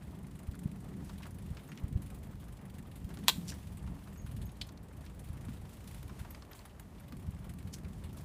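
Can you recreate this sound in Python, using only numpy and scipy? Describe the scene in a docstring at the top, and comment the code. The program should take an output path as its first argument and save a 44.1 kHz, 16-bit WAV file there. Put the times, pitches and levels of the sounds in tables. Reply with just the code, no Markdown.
"""A bicycle rolls along a wooden boardwalk; the microphone rides close by, in the rider's hand.
From the start the deck drones under the tyres, air buffets the microphone and the freewheel ticks, some
twenty teeth a second; leaves crack from 0.5 s, loose boards knock from 1.5 s and loose steel pings from 1.7 s.
A twig snaps at 3.3 s amid crushed leaves and a metal part clinks at 4.6 s; the ticks slow from 6.1 to 7.1 s.
Faint bark ticks fall throughout; nearby railings and trees scatter a tail after every sharp sound."""
import sys
import numpy as np
from scipy import signal
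from scipy.fft import rfft, irfft, next_fast_len
from scipy.io import wavfile
from scipy.ndimage import map_coordinates

SR = 44100
rng = np.random.default_rng(int(sys.argv[2]) if len(sys.argv) > 2 else 0)


def inscribe(sig):
    """Save sig as 16-bit PCM at rate SR to the path in sys.argv[1].

    A 1-D sig is mono; a 2-D sig holds one channel per row.
    Samples are clipped to [-1, 1] before scaling.
    """
    pcm = np.round(np.clip(np.atleast_2d(sig).T, -1, 1) * 32767)
    wavfile.write(sys.argv[1], SR, pcm.astype(np.int16))


def field_ratio(decibels):
    """Amplitude ratio for a level in dB (20 dB per decade); scalars and array-likes work."""
    return 10 ** (np.asarray(decibels, dtype=float) / 20)


N = 363384  # samples

# course of the ride: (t/s, air buffet level before trim/dB, deck drone level before trim/dB)
RIDE_LEVELS = [(0.0, -51.5, -52.5), (0.88, -50, -45.5), (1.5, -45.5, -49), (1.74, -58, -48),
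               (1.91, -45, -44.5), (2.53, -49.5, -52), (3.39, -48, -44.5), (3.81, -43, -53.5),
               (4.07, -50.5, -47), (4.36, -42.0, -55.5), (4.75, -52, -53.5), (5.59, -44.5, -53.5),
               (5.81, -51, -67), (6.11, -44, -48.5), (6.49, -56, -67), (7.0, -52.5, -59),
               (7.26, -47, -48.5), (8.23, -45.5, -50)]
# deck board modes: (f/Hz, width/Hz, relative level/dB)
DECK_MODES = [(138, 46.5, -4), (194.5, 38, -1), (282, 24, -8), (384, 54, -15)]
# spectrum of the tread's roll on wood: (f/Hz, relative level/dB)
ROLL_SPECTRUM = [(150, -21), (250, -2), (418, -8.5), (665, -10.5), (833, -12.5), (1140, -15), (1540, -22.5),
                 (1830, -20.5), (5000, -43.5), (6500, -59), (11000, -120)]
# spectrum of the tyre hiss: (f/Hz, relative level/dB)
HISS_SPECTRUM = [(1760, -2), (3000, 0.5), (3590, -1.5), (5720, -3.5), (10300, -3), (13300, -6.5),
                 (14700, -7.5), (15500, -6)]
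# grit and leaf litter on the planks: (t/s, tyre hiss level/dB)
GRIT_HISS = [(0.0, -71.5), (1.17, -68.5), (2.94, -71.5), (3.45, -60.5), (3.77, -69.5), (4.31, -68.5),
             (4.84, -72.5), (5.94, -64.5), (6.84, -70.5), (8.23, -68)]
# mean roll of the tread/dB; share of the grit's swings in it
TREAD_DB, TREAD_FOLLOWS = -59.5, 0.13
# loose boards slapping: (t/s, level before trim/dB, f/Hz)
BOARD_KNOCKS = [(1.506, -35, 162), (3.381, -28, 182), (3.671, -41, 176), (5.485, -32, 232),
                (7.128, -37, 247), (7.874, -44, 197)]
# spectrum of the air buffet: (f/Hz, relative level/dB)
BUFFET_SPECTRUM = [(12, -65.5), (20, -38.5), (35, -12.5), (54, -1), (70, -0.5), (119, -5.5), (220, -11),
                   (290, -36.5), (480, -120)]
# single air puffs on the microphone: (t/s, peak level/dB, width between zero crossings/ms)
AIR_PUFFS = [(0.4915, -27.0, 6.2), (0.66, -22.5, 3.37), (1.5179, -29.5, 5.5), (1.844, -26, 6),
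             (1.931, -29.5, 5.7), (1.961, -21.0, 5.9), (3.0522, -30, 5.6), (4.2474, -31.5, 5),
             (4.3496, -32, 5.3), (4.418, -33, 5.1), (5.3049, -29.5, 5.4), (6.2142, -34, 5.2),
             (7.291, -30.5, 5.3), (7.6555, -30.5, 4.8), (8.054, -36, 7.2)]
# the wheel overrunning the pedals: (t/s, ratchet teeth passed so far)
TEETH_PASSED = [(0.0278, 0), (0.6734, 16), (0.9283, 22), (1.0465, 25), (1.3084, 31), (1.4601, 35),
                (1.6761, 40), (1.8352, 44), (2.0188, 48), (2.4813, 59), (3.0425, 72), (3.2375, 76),
                (3.6706, 86), (3.8227, 89), (3.9439, 92), (4.2627, 99), (4.7726, 109), (4.8843, 111),
                (5.0504, 115), (5.2859, 120), (5.3303, 121), (5.6935, 130), (5.7693, 132), (5.9793, 138),
                (6.0786, 140), (6.3061, 142), (6.4487, 143), (6.6538, 145), (6.797, 146), (6.9965, 147),
                (7.0798, 148), (7.1671, 150), (7.2245, 152), (7.3906, 156), (7.4944, 158), (7.6735, 162),
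                (7.7353, 163), (7.9823, 168), (8.092, 170), (8.2062, 173)]
# how hard the pawl lands: (t/s, level/dB)
PAWL_LEVELS = [(0, -64), (.55, -58), (.92, -64.5), (1.28, -55), (1.55, -61), (2.1, -55.5), (2.38, -61.5),
               (2.75, -55.5), (3.42, -58.5), (3.95, -60.5), (4.35, -55.5), (4.9, -63.5), (5.2, -57),
               (5.63, -61.5), (6.0, -53), (6.3, -51.5), (6.45, -60), (6.7, -51), (7.0, -58), (7.2, -59.5),
               (7.7, -56.5), (8.05, -60), (8.24, -56)]
# mean spectrum of a pawl tick: (f/Hz, relative level/dB)
PAWL_SPECTRUM = [(700, -33), (1500, -0.5), (3500, -2.5), (5800, -11), (8000, -3.5), (10400, -2.5),
                 (13000, -7.5), (15500, -4)]
# spread from tooth to tooth
TICK_SCATTER_DB, TICK_JITTER_S = 2.5, 0.0012
# leaves cracking under a tyre: (t/s, level before trim/dB, body f/Hz, crisp part relative level before trim/dB)
LEAF_CRACKS = [(0.5442, -47, 1680, -16), (1.0947, -41.5, 1240, -6), (1.202, -44, 1190, -24),
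               (1.2288, -40.5, 2540, -26), (1.2548, -38, 1190, -22), (1.5695, -41.5, 2340, -7),
               (1.689, -46, 1310, -14), (1.717, -41.5, 2270, -18), (1.774, -41.5, 2440, -6),
               (2.43, -50.5, 1500, -18), (2.481, -50, 1500, -16), (3.103, -42, 1300, -11.5),
               (3.1712, -44.5, 1230, -8), (3.5197, -40, 1730, -22), (3.8737, -42.5, 1010, -12.5),
               (4.0724, -45, 1140, -10), (4.69, -48, 1020, 2), (4.775, -56, 1000, 6),
               (4.262, -47, 1500, -2), (5.0625, -47.5, 2700, -1), (5.4835, -44.5, 1400, -14),
               (6.0937, -44, 1180, -10), (6.1928, -41.5, 1970, -26.5), (6.2479, -38.5, 1050, -25.5),
               (6.305, -47.5, 1620, -28), (6.347, -46.5, 2400, 0), (6.4222, -47.5, 1170, 1),
               (6.5122, -46, 1990, -21), (6.531, -49, 1010, 3), (6.5914, -44.5, 1140, -2),
               (6.652, -45, 1450, -26.5), (7.1226, -46, 1490, -21), (7.8455, -47, 2040, -12)]
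# longer crushes of leaves: (t/s, swell/s, decay by 60 dB/s, level/dB, centre f/Hz)
LEAF_CRUSHES = [(3.265, 0.026, 0.022, -47, 2960), (3.467, 0.033, 0.1, -43, 5300),
                (7.72, 0.022, 0.071, -49, 5400), (8.173, 0.014, 0.091, -59, 4900)]
CRUSH_TREBLE_DB = -18.5
# steps of the breaking twig: (t/s, level before trim/dB)
TWIG_BREAKS = [(3.2826, -3), (3.2841, -21.5), (3.2909, -9.5), (3.2968, -13)]
# what the twig on a plank rings with: (f/Hz, width/Hz, relative level/dB)
TWIG_MODES = [(313, 36, -4), (970, 260, -0.5), (1480, 300, -5), (2750, 270, -13), (3160, 70, 3),
              (3600, 1060, 4), (4450, 1400, -15.5), (7000, 1500, -13.5), (9840, 880, -22),
              (12400, 770, -8.5), (14500, 2300, -14)]
# bounces of a metal part: (t/s, level before trim/dB)
METAL_BOUNCES = [(4.6122, -38), (4.6143, -25), (4.6163, -25), (4.6185, -27.5)]
# what the metal part rings with: (f/Hz, width/Hz, relative level/dB)
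METAL_MODES = [(2400, 1200, -10), (3350, 900, -1.5), (3960, 32, 4.5), (3880, 1000, 4), (5140, 22, 15),
               (6700, 1100, -26)]
# rattles of a loose steel part: (t/s, upper mode level before trim/dB, lower mode relative level/dB)
STEEL_PINGS = [(1.686, -59, -6), (4.173, -57, 3), (4.4547, -52, -11), (6.0272, -56, -22), (6.304, -44, -28),
               (6.5124, -54, -15), (6.797, -53, -19.5), (6.999, -59, -23.5)]
# modes of the steel part, upper first: (f/Hz, width/Hz, decay by 60 dB/s)
STEEL_MODES = [(12130, 320, 0.043), (6600, 120, 0.18)]
# scatter from railings and trees around the deck: (f/Hz, decay by 60 dB/s)
RAIL_DECAYS = [(400, 0.15), (4500, 0.23), (10000, 0.33)]


def unit(x):
    """Scale to rms 1."""
    return x / np.sqrt(np.mean(x ** 2) + 1e-20)


def along(points, hz):
    """Read (f/Hz, value) points on a log frequency axis."""
    f, value = np.transpose(points)
    return np.interp(np.log(hz + 1), np.log(f + 1), value)


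def curves(rows):
    """One value per sample for each column after the time."""
    s, *columns = np.transpose(rows)
    return [np.interp(np.arange(N) / SR, s, column) for column in columns]


def wobble(rate):
    """A smooth random curve, rate knots a second."""
    knots = rng.standard_normal(int(N * rate / SR) + 4)
    return map_coordinates(knots, [np.arange(N) * rate / SR])


def filtered(x, response):
    """Pass x through a response given as a function of frequency."""
    m = next_fast_len(len(x) + min(len(x) // 4, 8192))  # room for the ringing
    spectrum = rfft(x, m) * response(np.fft.rfftfreq(m, 1 / SR))
    return irfft(spectrum, m)[:len(x)]


def coloured(spectrum):
    """Noise of rms 1 with the given spectrum."""
    return unit(filtered(rng.standard_normal(N), lambda hz: field_ratio(along(spectrum, hz))))


def resonances(modes):
    """Causal response of (f/Hz, width/Hz, level/dB) resonances, alternating in sign."""
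    def response(f):
        total = 0
        for k, (centre, width, db) in enumerate(modes):
            damping = 1j * f * width
            total = total + (-1) ** k * field_ratio(db) * damping / (centre * centre - f * f + damping)
        return total
    return response


def add(track, s, sound):
    """Mix a sound into the track at a time."""
    part = track[max(round(s * SR), 0):][:len(sound)]
    part += sound[:len(part)]


def burst(rise, t60):
    """Envelope of peak 1: an exponential rise times a decay of 60 dB in t60 seconds."""
    t = np.arange(SR // 5) / SR
    shape = (1 - np.exp(-t / rise)) * field_ratio(-60 * t / t60)
    return shape / shape.max()


def spiky(power):
    """A fifth of a second of noise with random spikes, sharper for a higher power."""
    return rng.standard_normal(SR // 5) * rng.exponential(size=SR // 5) ** power


def tyres():
    """Tread roughness shakes the boards into their modes; above them rubber rolls and hisses on wood."""
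    hiss_db, = curves(GRIT_HISS)
    roll_db = TREAD_DB + TREAD_FOLLOWS * (hiss_db - hiss_db.mean())
    shake = field_ratio(2.8 * wobble(11)) * rng.standard_normal(N)
    ringing = filtered(shake, resonances(DECK_MODES))
    boards = unit(filtered(ringing, resonances([(200, 250, 0)])))
    grain = field_ratio(1.4 * wobble(25) + 1.35 * wobble(120))  # of the planks
    roll = unit(grain * coloured(ROLL_SPECTRUM))
    hiss = unit(field_ratio(1.2 * wobble(11)) * coloured(HISS_SPECTRUM))
    drone_db = curves(RIDE_LEVELS)[1] - 2.5
    return field_ratio(drone_db) * boards + field_ratio(roll_db) * roll + field_ratio(hiss_db) * hiss


def loose_boards():
    """A loose board slaps its joist and gives one low, quickly damped tone."""
    out, t = np.zeros(N), np.arange(SR // 5) / SR
    for s, db, hz in BOARD_KNOCKS:
        add(out, s, field_ratio(db - 3.0) * burst(0.0024, 0.061) * np.sin(2 * np.pi * hz * t))
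    return out


def air():
    """Air flowing past the microphone: a lumpy low buffet and single rounded puffs."""
    lumps = field_ratio(0.86 * wobble(14))
    buffet_db = curves(RIDE_LEVELS)[0] + 0.34
    out = field_ratio(buffet_db) * unit(lumps * coloured(BUFFET_SPECTRUM))
    for s, db, ms in AIR_PUFFS:
        u = np.arange(-1500, 1500) / SR / (ms / 2000)  # time in half widths
        puff = (1 - u ** 2) * np.exp(-u ** 2 / 2)
        add(out, s - 1500 / SR, rng.choice([-1, 1]) * field_ratio(db) * puff)
    return out


def freewheel():
    """The pawl drops once per tooth: a short rattle of bright noise, each drop with its own colour."""
    out, (hz, level_db) = np.zeros(N), np.transpose(PAWL_SPECTRUM)
    when, passed = np.transpose(TEETH_PASSED)
    teeth = np.arange(np.ceil(passed[0]), passed[-1] + 0.5)
    for s in np.interp(teeth, passed, when):
        late, louder, longer = rng.standard_normal(size=3)
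        colour = np.transpose([hz, level_db + 3 * rng.standard_normal(len(hz))])
        rattle = unit(filtered(spiky(0.7), lambda f: field_ratio(along(colour, f))))
        tick_db = np.interp(s, *np.transpose(PAWL_LEVELS)) + TICK_SCATTER_DB * louder
        envelope = burst(rise=0.0015, t60=0.064 * np.exp(0.46 * longer))
        add(out, s - 0.001 + TICK_JITTER_S * late, field_ratio(tick_db) * envelope * rattle)
    return out


def leaf_cracks():
    """Dry leaves break in spiky noise: a woody body and a crisp, shorter top."""
    out = np.zeros(N)
    brittle = resonances([(4300, 3500, 0)])
    for s, db, hz, crisp_db in LEAF_CRACKS:
        woody = resonances([(hz, 0.57 * hz, 0), (0.5 * hz, 0.44 * hz, -6)])
        body = unit(filtered(spiky(1.4), woody))
        crisp = unit(filtered(spiky(1.4), lambda f: brittle(f) ** 2))
        add(out, s, field_ratio(db - 10.0) * burst(0.0005, 0.084) * body)
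        add(out, s, field_ratio(db + crisp_db - 7.5) * burst(0.00052, 0.022) * crisp)
    return out


def leaf_crushes():
    """A crush is a swarm of leaf breaks: clumped spiky noise that swells and trails off."""
    out, t = np.zeros(N), np.arange(SR // 5) / SR
    for s, swell, t60, db, hz in LEAF_CRUSHES:
        shape = np.where(t < swell, t / swell, field_ratio(-60 * (t - swell) / t60))
        core = resonances([(hz, 0.77 * hz, 0)])
        flanks = resonances([(0.64 * hz, 0.35 * hz, -4), (12000, 8000, CRUSH_TREBLE_DB)])
        clumps = field_ratio(3.5 * np.repeat(rng.standard_normal(len(t) // 90), 90))  # 2 ms each
        swarm = clumps * filtered(spiky(1.4), lambda f: core(f) ** 2 + flanks(f))
        add(out, s, field_ratio(db) * shape * unit(swarm))
    return out


def struck(blows, modes, contact):
    """Short blows, each with fine splintering after it, ring a set of modes; a longer contact is duller."""
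    force = np.zeros(N)
    for s, db in blows:
        blow = 0.056 * burst(0.0012, 0.028) * rng.standard_normal(SR // 5)
        blow[0] = 1
        add(force, s, field_ratio(db + 15.0) * blow)
    ring = resonances(modes)
    return filtered(force, lambda f: ring(f) / (1 + 1j * f * contact))  # treble falls above 1 / contact Hz


def twig():
    """A twig breaks on a plank in several steps, each a hard, very short blow."""
    return struck(TWIG_BREAKS, TWIG_MODES, contact=0.00004)


def clink():
    """A metal part clinks and bounces, ringing in narrow modes among broad ones."""
    return struck(METAL_BOUNCES, METAL_MODES, contact=0.00021)


def pings():
    """The loose steel part buzzes in two thin modes while it rattles to rest."""
    out = np.zeros(N)
    for s, db, low_db in STEEL_PINGS:
        for (hz, width_hz, t60), level_db in zip(STEEL_MODES, (db, db + low_db)):
            mode = resonances([(hz, width_hz, 0)])
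            buzz = unit(filtered(rng.standard_normal(SR // 5), lambda f: mode(f) ** 2))
            add(out, s, field_ratio(level_db - 3.0) * burst(0.001, t60) * buzz)
    return out


def bark():
    """Bits of bark under the tyres: faint woody ticks at random, the higher ones weaker."""
    out = np.zeros(N)
    for when, pitch, size in rng.random((150, 3)):
        hz = 900 * 4 ** pitch
        tick = unit(filtered(rng.standard_normal(SR // 5), resonances([(hz, 0.4 * hz, 0)])))
        level_db = -64 - 6 * pitch - 1.6 * np.log(size)  # a few stand out
        add(out, when * N / SR, field_ratio(level_db) * burst(0.0026, 0.045) * tick)
    return out


def railings(x):
    """Rails and trees scatter a short tail; each frequency dies at its own speed."""
    hz, t, z = signal.stft(rng.standard_normal(SR // 2), SR, nperseg=256)
    fading = z * field_ratio(-60 * t / along(RAIL_DECAYS, hz)[:, None])
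    tail = signal.istft(fading, SR, nperseg=256)[1]
    delayed = np.pad(x, (300, 0))  # about 7 ms on the way
    return signal.fftconvolve(delayed, tail / np.linalg.norm(tail))[:N]


def scene():
    """Sharp sounds get the tail of the railings; tyres, boards and air reach the microphone without it."""
    sharp = twig() + clink() + bark() + leaf_cracks() + leaf_crushes() + freewheel() + pings()
    scattered = field_ratio(-16.5) * railings(sharp)
    return (sharp + scattered + tyres() + loose_boards() + air())[None]


def roll_off(x):
    """The treble ends steeply here."""
    return signal.sosfilt(signal.butter(12, 16310, fs=SR, output="sos"), x)


def record(dry):
    """The microphone chain rolls off steeply around 15.35 kHz."""
    dull = filtered(dry[0], lambda hz: 1 / (1 + (hz / 15350) ** 120))
    return roll_off(dull[None])


dry = scene()
out = record(dry)
inscribe(out)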